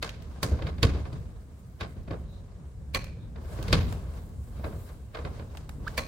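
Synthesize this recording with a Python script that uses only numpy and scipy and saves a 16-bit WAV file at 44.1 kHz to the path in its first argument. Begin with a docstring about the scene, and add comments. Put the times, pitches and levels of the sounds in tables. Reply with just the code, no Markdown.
"""On a driveway, facing an old sectional garage door that is being taken apart from inside.
Wooden panels bump and crack loose, steel fittings clank and set the track ringing, small bits click
and one joint squeaks. Each blow is a burst of decaying noise; panels and steel add their own modes,
and the garage rings behind. Between blows the door rumbles and scuffs on its tracks, over outdoor
air, a bright rustle and two faint whistles."""
import sys
import numpy as np
from scipy import signal
from scipy.io import wavfile

SR = 44100
rng = np.random.default_rng(int(sys.argv[2]) if len(sys.argv) > 2 else 0)


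def materialize(psi):
    """Save the field psi as 16-bit PCM at rate SR to the path in sys.argv[1].

    A 1-D psi becomes a single channel; in a 2-D psi each row is a channel.
    """
    bounded = np.clip(np.atleast_2d(psi).T, -1, 1)
    quanta = np.round(bounded * 32767).astype(np.int16)
    wavfile.write(sys.argv[1], SR, quanta)


N = 267687
TIME = np.arange(N) / SR
BAND_EDGES = 24 * 2 ** (np.arange(24) * .41)
BAND_HZ = np.sqrt(BAND_EDGES[1:] * BAND_EDGES[:-1])


def from_db(db):
    return 10 ** (np.asarray(db) / 20)


def rms_one(x):
    return x / np.sqrt(np.mean(x ** 2) + 1e-20)


def panned(db):
    """Stereo gains; positive leans left."""
    return from_db(np.array([[db], [-db]]) / 2)


def at_hz(rows, hz):
    """A table's columns, read off at the given frequencies."""
    points, *columns = np.transpose(rows)
    return [np.interp(np.log(hz), np.log(points), c) for c in columns]


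def add(out, s, sound):
    """Mix a stereo sound in at time s."""
    i = max(round(s * SR), 0)
    out[:, i:i + sound.shape[1]] += sound[:, :N - i]


def drift(rate):
    """A smooth random modulator, about 1 deep."""
    knots = rng.standard_normal(int(N / SR * rate) + 2)
    return np.interp(TIME * rate, np.arange(len(knots)), rms_one(knots))


def resonate(x, hz, width_hz):
    """A two-pole resonance with unity gain at its peak."""
    r = np.exp(-np.pi * abs(width_hz) / SR)
    poles = [1, -2 * r * np.cos(2 * np.pi * hz / SR), r * r]
    return signal.lfilter((1 - r * r) / 2 * np.array([1, 0, -1]), poles, x)


def through_body(x, modes, boost_db):
    """A body lifts whatever it radiates at its resonances, most at the strong ones."""
    return x + sum(from_db(boost_db + db / 2) * resonate(x, hz, width) for hz, width, db in modes)


# stereo image of the noise: f/Hz, left-right correlation
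STEREO_IMAGE = [(30, 0.75), (120, 0.96), (300, 0.82), (650, 0.54), (1300, 0.081), (2800, 0.068),
                (5500, 0.063), (10000, 0.042)]
def noise_bands():
    """Stereo noise in narrow bands of rms 1, centred in the bass and wide in the treble."""
    white, bands = rng.standard_normal((2, 2, N + SR // 2)), []
    for k, alike in enumerate(at_hz(STEREO_IMAGE, BAND_HZ)[0]):
        sos = signal.butter(2, BAND_EDGES[k:k + 2], "band", fs=SR, output="sos")
        mid, side = signal.sosfilt(sos, white[k % 2])[:, -N:]
        bands.append(rms_one(np.sqrt(1 + alike) * mid + np.sqrt(1 - alike) * side * [[1], [-1]]))
    return np.array(bands, dtype=np.float32)


def wash(bands, spectrum, flicker_db, rate):
    """A bed of coloured noise whose bands flicker partly together; rms 1."""
    level_db, = at_hz(spectrum, BAND_HZ)
    together, out, shift = drift(rate), 0, rng.integers(N)
    for band, hz, db in zip(bands, BAND_HZ, level_db):
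        if hz < 2 * spectrum[-1][0]:
            gain = np.sqrt(hz) * from_db(db + flicker_db * (together + drift(rate)))
            out = out + band * gain
    return rms_one(np.roll(out, shift, axis=1))


def slips(per_s, size_db, t60, smooth_share):
    """A grain envelope: uneven little slips, each dying fast, over smooth sliding; rms 1."""
    slipping = rng.random(N) < per_s / SR
    energy = slipping * from_db(size_db * np.minimum(rng.exponential(1, N), 3.5)) ** 2
    power = signal.lfilter([1], [1, -from_db(-60 / (t60 * SR)) ** 2], energy + 1e-18)
    return np.sqrt(smooth_share + (1 - smooth_share) * power / power.mean())


def outdoor_air(bands):
    """A quiet, gently flickering bed of open air."""
    # colour: f/Hz, level/dB
    colour = [(300, -1), (1000, -9), (2000, -13.5), (4000, -19.5), (8700, -16), (10500, -40),
              (16000, -35)]
    return from_db(-66.5) * wash(bands, colour, flicker_db=1.0, rate=9.7)


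# thin whistles: peak t/s, half-length/s, f/Hz, level/dB
WHISTLES = [(2.342, 0.094, 3880, -65), (3.234, 0.066, 3690, -67.5)]
def whistles(width_hz):
    """Faint, breathy tones of narrow noise swell and fade."""
    out = np.zeros((2, N))
    for s, half_length, hz, db in WHISTLES:
        tone = resonate(resonate(rng.standard_normal((2, N)), hz, width_hz), hz, width_hz)
        out += from_db(db) * np.exp(-2 * ((TIME - s) / half_length) ** 2) * rms_one(tone)
    return out


# colour of the rustle: f/Hz, level/dB
RUSTLE_COLOUR = [(800, -10), (2000, -6), (4500, 3.5), (6500, -14), (8700, 15.5), (10500, 4), (13000, -0.5),
                 (15500, 10), (17000, -12)]
# its fader ride: t/s, relative level/dB
RUSTLE_RIDE = [(0.0, -73), (0.3, -76), (0.79, -72), (1.23, -74.5), (1.91, -72.5), (2.45, -78.5),
               (3.38, -77), (3.53, -61.5), (3.69, -61.5), (4.26, -69.5), (4.48, -67.5), (4.77, -62),
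               (5.09, -71.5), (5.44, -71.5), (5.88, -68), (6.07, -63)]
def rustling(bands):
    """A bright rustle with a fine crackle in it."""
    level = from_db(np.interp(TIME, *np.transpose(RUSTLE_RIDE)) + 1.5)
    grain = slips(per_s=202, size_db=4.0, t60=.015, smooth_share=0.83)
    return level * wash(bands, RUSTLE_COLOUR, flicker_db=2.0, rate=22) * grain * panned(0.71)


def shudder(hits, t60):
    """The envelope of the door's shaking: each thud feeds in energy that drains slowly."""
    kicks = np.zeros(N)
    for s, _, (thud_db, *_) in hits:
        kicks[round(s * SR)] += from_db(thud_db) ** 2
    return np.sqrt(signal.lfilter([1], [1, -from_db(-60 / (t60 * SR)) ** 2], kicks))


# colour of the door's rumble: f/Hz, level/dB
RUMBLE_COLOUR = [(24, -31), (32, -3), (44, 0.5), (68, 0.5), (91, -3), (124, -5.5), (168, -8.5),
                 (230, -15.5), (300, -23), (455, -23.5), (800, -42)]
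# its fader ride: t/s, relative level/dB
RUMBLE_RIDE = [(0.0, -42.5), (0.41, -42.5), (0.64, -38), (0.98, -36), (1.52, -47), (2.15, -41.5),
               (2.59, -44), (3.4, -40), (3.84, -31.5), (4.19, -40), (5.07, -44.5), (5.75, -39),
               (6.07, -41.5)]
def rumbling(bands, shaken, sway_hz, width_hz):
    """The whole door rumbles and sways in its lowest mode, harder after each thud."""
    push = rng.standard_normal(N + SR)
    sway = rms_one(resonate(resonate(push, sway_hz, width_hz), sway_hz, width_hz)[SR:])
    ride = from_db(np.interp(TIME, *np.transpose(RUMBLE_RIDE)) + 0.5)
    level = np.hypot(ride, from_db(-21) * shaken)
    return level * (wash(bands, RUMBLE_COLOUR, flicker_db=1.5, rate=14) + from_db(-4.5) * sway)


# colour of rubbing wood: f/Hz, level/dB
SCUFF_COLOUR = [(150, 0.5), (300, -1), (500, 3), (800, -2), (1200, -3.5), (2000, -14.5), (4500, -17.5),
                (7000, -22), (16000, -45)]
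# a section is dragged harder and harder, then let go: t/s, length/s, level/dB
PULLS = [(0.043, .33, -53), (2.35, 0.22, -62), (3.352, 0.35, -42.5), (3.76, 0.18, -49), (4.022, .15, -53),
         (4.423, 0.26, -51), (4.72, 0.18, -54.5), (5.134, 0.084, -53), (5.28, 0.1, -49.5),
         (5.468, 0.083, -53.5), (5.811, .085, -46.5)]
def scuffing(bands, shaken, resting_db, release_s):
    """Wood drags on wood with each pull and shudder, coloured by the panel."""
    level = np.hypot(from_db(resting_db), from_db(-27) * shaken)
    for s, length, db in PULLS:
        release = np.exp(-np.maximum(TIME - s - length, 0) / release_s)
        effort = np.clip((TIME - s) / length, 0, 1) * release
        level = np.hypot(level, from_db(db) * effort ** 0.83)
    rub = wash(bands, SCUFF_COLOUR, flicker_db=1.5, rate=63)
    grain = slips(per_s=130, size_db=4.0, t60=0.15, smooth_share=0.65)
    return level * through_body(rub * grain, PANEL_MODES, boost_db=-13)


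def squeak(start_s, length_s, start_hz, rise_hz_per_s):
    """A joint sticks and slips: one raspy upward chirp that swells and stops dead."""
    t = TIME - start_s
    slid = np.clip(t, 0, length_s)
    hz = (start_hz + rise_hz_per_s * slid) * (1 + 0.1 * drift(900))
    phase = 2 * np.pi * np.cumsum(hz) / SR
    tone = np.sin(phase) + from_db(-21.5) * np.sin(3 * phase)
    swell = from_db(-37 + 11 * slid / length_s)
    release = np.exp(-np.maximum(t - slid, 0) / 0.00045)
    return (t > 0) * swell * release * tone * panned(-6)


# centres of a hit's five registers (thud, body, knock, crack, snap): f/Hz
REGISTER_HZ = [75, 250, 700, 3000, 10000]
def blow(s, force_db, weight_db, cutoff_hz, splinter_db, contact_s, body_db):
    """Voice one hit: weight fills the bass, splintering the crack; a soft contact dulls the top."""
    colour_db = np.array([weight_db, 0.76 * weight_db + body_db, 0, splinter_db, 3.5])
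    dulling_db = 20 * np.log10(1 + (np.array(REGISTER_HZ) / cutoff_hz) ** 2)
    return s, contact_s, force_db + colour_db - dulling_db


def force_at(register_db, hz):
    """A hit's force in dB at the given frequencies."""
    return np.interp(np.log(hz), np.log(REGISTER_HZ), register_db)


def dying(t60, t):
    """One exponential decay for each t60."""
    return np.exp(-np.log(1000) * t / t60[:, None])


# reverb of the garage behind the door: f/Hz, level against the hit/dB, t60/s
GARAGE_REVERB = [(60, -11, 0.8), (250, -14, 0.78), (700, -14.5, 0.47), (1500, -13.5, 0.4),
                 (3700, -20, 0.55), (7660, -7, 0.2), (16000, -21, 0.25)]
KNOCK_CONTACT_S, REBOUND_S, REBOUND_CUTOFF_HZ = 0.0043, 0.022, 7100
def strikes(bands, hits, body, rise_share, lead_s, direct_db, garage_db, chatter_db, tick_db, pan_db,
            rebound_share=0):
    """Each hit swells in briefly, ticks, sets crowded modes going and may rebound; the garage rings."""
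    ahead, early = SR // 50, SR // 8
    t, out = np.arange(-ahead, SR - ahead) / SR, np.zeros((2, N))
    after = np.maximum(t, 0)
    body_db, body_t60 = at_hz(body, BAND_HZ)
    room_db, room_t60 = at_hz(GARAGE_REVERB, BAND_HZ)
    room = from_db(room_db + garage_db)[:, None] * (1 - np.exp(-after / 0.0046)) * dying(room_t60, after)
    decay = dying(body_t60, after)
    bloom = 1 - 0.49 * np.exp(-after * BAND_HZ[:, None] / 1.03)   # low modes speak later
    lead_in = 0.65 * np.exp(np.minimum(t, 0) / lead_s)   # a brief swell just before the hit
    chatter = from_db(chatter_db * drift(260))   # loose parts buzz against each other
    rebound = (rebound_share / np.hypot(1, BAND_HZ / REBOUND_CUTOFF_HZ))[:, None]
    tick = resonate(signal.unit_impulse(128), 2700, 3000)
    for (s, contact_s, register_db), start in zip(hits, rng.integers(0, N - SR, len(hits))):
        attack = np.maximum(lead_in, 1 - np.exp(-after / (contact_s * rise_share)))
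        held = np.pad(decay, ((0, 0), (round(contact_s * SR), 0)), constant_values=1)[:, :SR]
        power = (attack * bloom * held) ** 2
        rebound_power = rebound ** 2 * np.roll(power, round(REBOUND_S * SR), axis=1)
        envelope = np.sqrt(power + rebound_power + room ** 2)
        burst = bands[:, :, start:start + SR] * (envelope * chatter[start:start + SR])[:, None]
        # the force of the hit sets the energy that each band takes up
        burst_power = np.mean(burst[:, :, :early] ** 2, axis=(1, 2))
        trim = np.sqrt(np.mean(envelope[:, :early] ** 2, axis=1) / burst_power)
        gain = trim * from_db(force_at(register_db, BAND_HZ) + body_db + direct_db)
        add(out, s - ahead / SR, np.tensordot(gain, burst, 1))
        # the tick follows the treble and gains 3 dB for each halving of the contact
        peak_db = force_at(register_db, 5000) + tick_db + 3 * np.log2(KNOCK_CONTACT_S / contact_s)
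        add(out, s + 0.000981, from_db(peak_db) * tick[None] / tick.max())
    return out * panned(pan_db)


def ringing(hits, modes, level_db, scatter_db, spread, pan_db):
    """Distinct modes ring in a new balance on every hit; the high ones spread wider in stereo."""
    t, out = np.arange(SR // 2) / SR, np.zeros((2, N))
    hz, width, mode_db = np.transpose(modes)
    waves = np.exp((2j * np.pi * hz - np.pi * width)[:, None] * t) * (1 - np.exp(-t / 0.00085))
    for s, _, register_db in hits:
        struck_db = force_at(register_db, hz) + mode_db + level_db + rng.normal(0, scatter_db, len(hz))
        gain = from_db(struck_db) * width / np.mean(width)
        apart = spread * np.sqrt(hz / 3000) * rng.choice([-1, 1], len(hz))
        phase = rng.uniform(0, 2 * np.pi, len(hz)) + apart * [[1], [-1]]
        add(out, s, ((gain * np.exp(1j * phase)) @ waves).imag)
    return out * panned(pan_db)


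# noisy body of a small bit: f/Hz, level/dB, t60/s
BIT_BODY = [(30, -37, 0.0236), (251, -20, .02), (700, 0, 0.02), (2880, -6, 0.029), (8000, 2.5, 0.015),
            (16300, 5, 0.02)]
# click cues: t/s, force/dB, weight/dB, snap/dB
CLICKS = [(0.092, -28, -25, -25.5), (0.2219, -46, -20, -14), (3.042, -38, -9, -13.5),
          (3.6272, -34.5, -27, -14), (3.925, -39.5, 8, -10), (5.55, -49.5, 12, -25),
          (5.5713, -36.5, -9.5, -17.5), (5.6924, -41, 2.5, -11.5), (5.878, -34, -7, -19)]
def loose_bits(bands, contact_s):
    """Small loose bits give light, dry clicks; the heavier ones knock a little."""
    hits = [(s, contact_s, db + np.array([weight, weight, weight, 0, snap]))
            for s, db, weight, snap in CLICKS]
    return strikes(bands, hits, BIT_BODY, rise_share=0.19, lead_s=.001, direct_db=-4.5, garage_db=-2,
                   chatter_db=2.0, tick_db=-5, pan_db=-0.7)


# mode clusters of the steel track: f/Hz, cluster width/Hz, level/dB, t60/s
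TRACK_MODES = [(530, 74, -3.5, 0.58), (1084, 122, -4, 0.28), (2390, 260, 0, 0.59), (4200, 440, 0, 0.39),
               (6060, 600, -2, 0.24)]
def track(hits, level_db, count):
    """Close modes of the track beat against each other in a rough, lasting tail."""
    t, out = np.arange(SR // 2) / SR, np.zeros((2, N))
    for hz, width, db, t60 in TRACK_MODES:
        cluster = hz + width * (rng.random(count) + np.arange(count) - count / 2) / count
        envelope = from_db(-60 * t / t60) * (1 - np.exp(-t / 0.0025))
        waves = np.exp(2j * np.pi * cluster[:, None] * t) * envelope
        for s, _, (*_, crack_db, _) in hits:
            phase = rng.uniform(0, 2 * np.pi, count) + rng.normal(0, 0.75, (2, count))
            tail = (np.exp(1j * phase) @ waves).imag / np.sqrt(count)
            add(out, s, from_db(crack_db + db + level_db) * tail)
    return out


# noisy body of the steel: f/Hz, level/dB, t60/s
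STEEL_BODY = [(30, -2, 0.22), (98, -2.5, 0.35), (267, -2, 0.31), (397, -9.5, 0.14), (540, 0.5, 0.065),
              (845, -7, 0.2), (1900, -0.5, 0.066), (4300, -2, 0.053), (6500, -4, .045), (10300, -0.5, 0.02),
              (16000, 1, .03)]
# ring of the steel: f/Hz, width/Hz, level/dB
STEEL_MODES = [(524, 110, 4), (1102, 51, 8), (1800, 90, 0), (1960, 70, -8), (2360, 110, 8.5),
               (3400, 60, -10), (4110, 120, 2), (4500, 60, 8), (4410, 53, 7.5), (5980, 48, -5),
               (8000, 80, -11)]
# clank cues: t/s, force/dB, weight/dB, cut-off/Hz, splintering/dB, contact/s
CLANKS = [(2.9466, -31, 0, 10600, 5.5, 0.0037), (5.9776, -29, -5.5, 9000, 2.5, 0.0039)]
def fittings(bands):
    """Struck steel hinges clank and the track sings on."""
    hits = [blow(*row, body_db=-3) for row in CLANKS]
    clanks = strikes(bands, hits, STEEL_BODY, rise_share=0.44, lead_s=0.0041, direct_db=-5.5,
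                     garage_db=1, chatter_db=3.0, tick_db=9, pan_db=-0.8)
    ring = ringing(hits, STEEL_MODES, level_db=-3.5, scatter_db=1.5, spread=0.22, pan_db=-5.0)
    return through_body(clanks, STEEL_MODES, boost_db=0.5) + ring + track(hits, level_db=-18, count=12)


# a section cracks loose: t/s, force/dB, weight/dB, cut-off/Hz, splintering/dB, contact/s
BANGS = [(0.0265, -31, -10, 7100, 5.5, 0.00099), (0.4294, -27.5, 0, 15600, -0.5, 0.0038),
         (0.829, -27.5, 10.5, 8800, 10, 0.0026), (3.7275, -25, 9, 7600, 10.5, 0.0037)]
# sections bump together: t/s, force/dB, weight/dB, cut-off/Hz
KNOCKS = [(0.5179, -30.5, 6.5, 503), (0.5898, -31, -14, 700), (0.621, -38.5, 6.5, 2220),
          (0.6682, -36.5, 3.5, 2700), (0.782, -47.5, 6, 2800), (0.9492, -35.5, 9, 920),
          (1.0528, -38.5, -2, 1200), (1.128, -54.5, 24, 5500), (1.8085, -33, -0.5, 3040),
          (1.9675, -54.5, 19.5, 1200), (2.0769, -44, 10.5, 1300), (2.1076, -29.5, -2.5, 950),
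          (3.3584, -41.5, -4, 1100), (3.5879, -37.5, 0, 1100), (3.6803, -42.5, 17.5, 9050),
          (4.595, -42.5, -1, 700), (4.6428, -27, -5, 850), (4.7239, -38.5, 3, 754), (4.8963, -41, -12, 695),
          (5.1471, -31, -18, 1500), (5.1876, -35, -4, 1000), (5.249, -32.5, 0.5, 1260),
          (5.3935, -39, 0, 1200)]
def panel_hits():
    """The blows on the wood: hard, bright bangs and softer, duller knocks."""
    bangs = [blow(*row, body_db=-2.5) for row in BANGS]
    knocks = [blow(*row, splinter_db=6, contact_s=KNOCK_CONTACT_S, body_db=-6.5) for row in KNOCKS]
    return bangs, knocks


# noisy body of a panel: f/Hz, level/dB, t60/s
PANEL_BODY = [(30, -28, 0.32), (68, 2.5, 0.24), (135, 1, 0.31), (245, -2, 0.34), (557, 1, 0.15),
              (840, -4, 0.16), (1200, -2.5, 0.16), (1590, 1, 0.057), (2200, -5.5, 0.073), (4630, -2, 0.1),
              (6050, -3, 0.04), (10000, -3, 0.031), (16000, -5, 0.036)]
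# ring of a panel: f/Hz, width/Hz, level/dB
PANEL_MODES = [(465, 30, -4.5), (1091, 42, -3.5), (1380, 38, -16), (1580, 41, -31), (2120, 200, -9.5),
               (2533, 54, -10.5), (2430, 180, -7), (3122, 67, -10), (3410, 43, -8), (3753, 127, -2.5),
               (4020, 98, -11), (4320, 95, -4.5), (4673, 77, -2.5), (4570, 40, -18.5)]
# low flex of a whole section: f/Hz, width/Hz, level/dB
BENDING_MODES = [(66, 11, 5.5), (121.5, 9.8, -6.5), (162.8, 7.2, 4.5), (239, 14, -7), (286.4, 8.2, -5),
                 (320, 26, -1.5), (412, 3.7, -13), (562, 62, -10.5)]
def panels(bands, bangs, knocks):
    """Wooden sections crack, thud, ring and flex; a bumped one falls back once, more softly."""
    cracks = strikes(bands, bangs, PANEL_BODY, rise_share=0.12, lead_s=0.0036, direct_db=-6.5,
                     garage_db=4.0, chatter_db=2.5, tick_db=3.5, pan_db=-0.5)
    bumps = strikes(bands, knocks, PANEL_BODY, rise_share=0.303, lead_s=0.0067, direct_db=-6.5,
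                    garage_db=0.5, chatter_db=2.0, tick_db=-0.5, pan_db=-0.5, rebound_share=0.51)
    ring = ringing(bangs + knocks, PANEL_MODES, level_db=3.0, scatter_db=1.5, spread=0.3, pan_db=-3)
    flex = ringing(bangs + knocks, BENDING_MODES, level_db=-4.0, scatter_db=5.5, spread=.15, pan_db=-0.2)
    return through_body(cracks + bumps, PANEL_MODES, boost_db=-3) + ring + flex


def driveway(x, delays_s, share):
    """The concrete returns the sound a moment later, comb-filtering it."""
    bounce = np.array([np.interp(TIME - s, TIME, side, left=0) for side, s in zip(x, delays_s)])
    return (x + share * bounce) / np.hypot(1, share)


def scene():
    """The door work comes over the driveway, with small details on top and quiet beds beneath."""
    bands = noise_bands()
    bangs, knocks = panel_hits()
    shaken = shudder(bangs + knocks, t60=1.52)
    rumble = rumbling(bands, shaken, sway_hz=68, width_hz=24.2)
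    scuff = scuffing(bands, shaken, resting_db=-65, release_s=0.091)
    beds = rumble + rustling(bands) + outdoor_air(bands)
    work = panels(bands, bangs, knocks) + fittings(bands) + scuff
    door = driveway(work, delays_s=(0.001844, 0.001954), share=0.16)
    clicks = loose_bits(bands, contact_s=0.0012)
    joint = squeak(start_s=5.867, length_s=0.0145, start_hz=1200, rise_hz_per_s=32000)
    return beds + whistles(width_hz=470) + joint + clicks + door


def record(dry):
    """The microphone loses the deepest bass; the top is cut steeply."""
    thinned = signal.sosfilt(signal.butter(3, 30, "high", fs=SR, output="sos"), dry)
    return signal.sosfilt(signal.ellip(10, .2, 80, 15900, fs=SR, output="sos"), thinned)


dry = scene()
out = record(dry)
materialize(out)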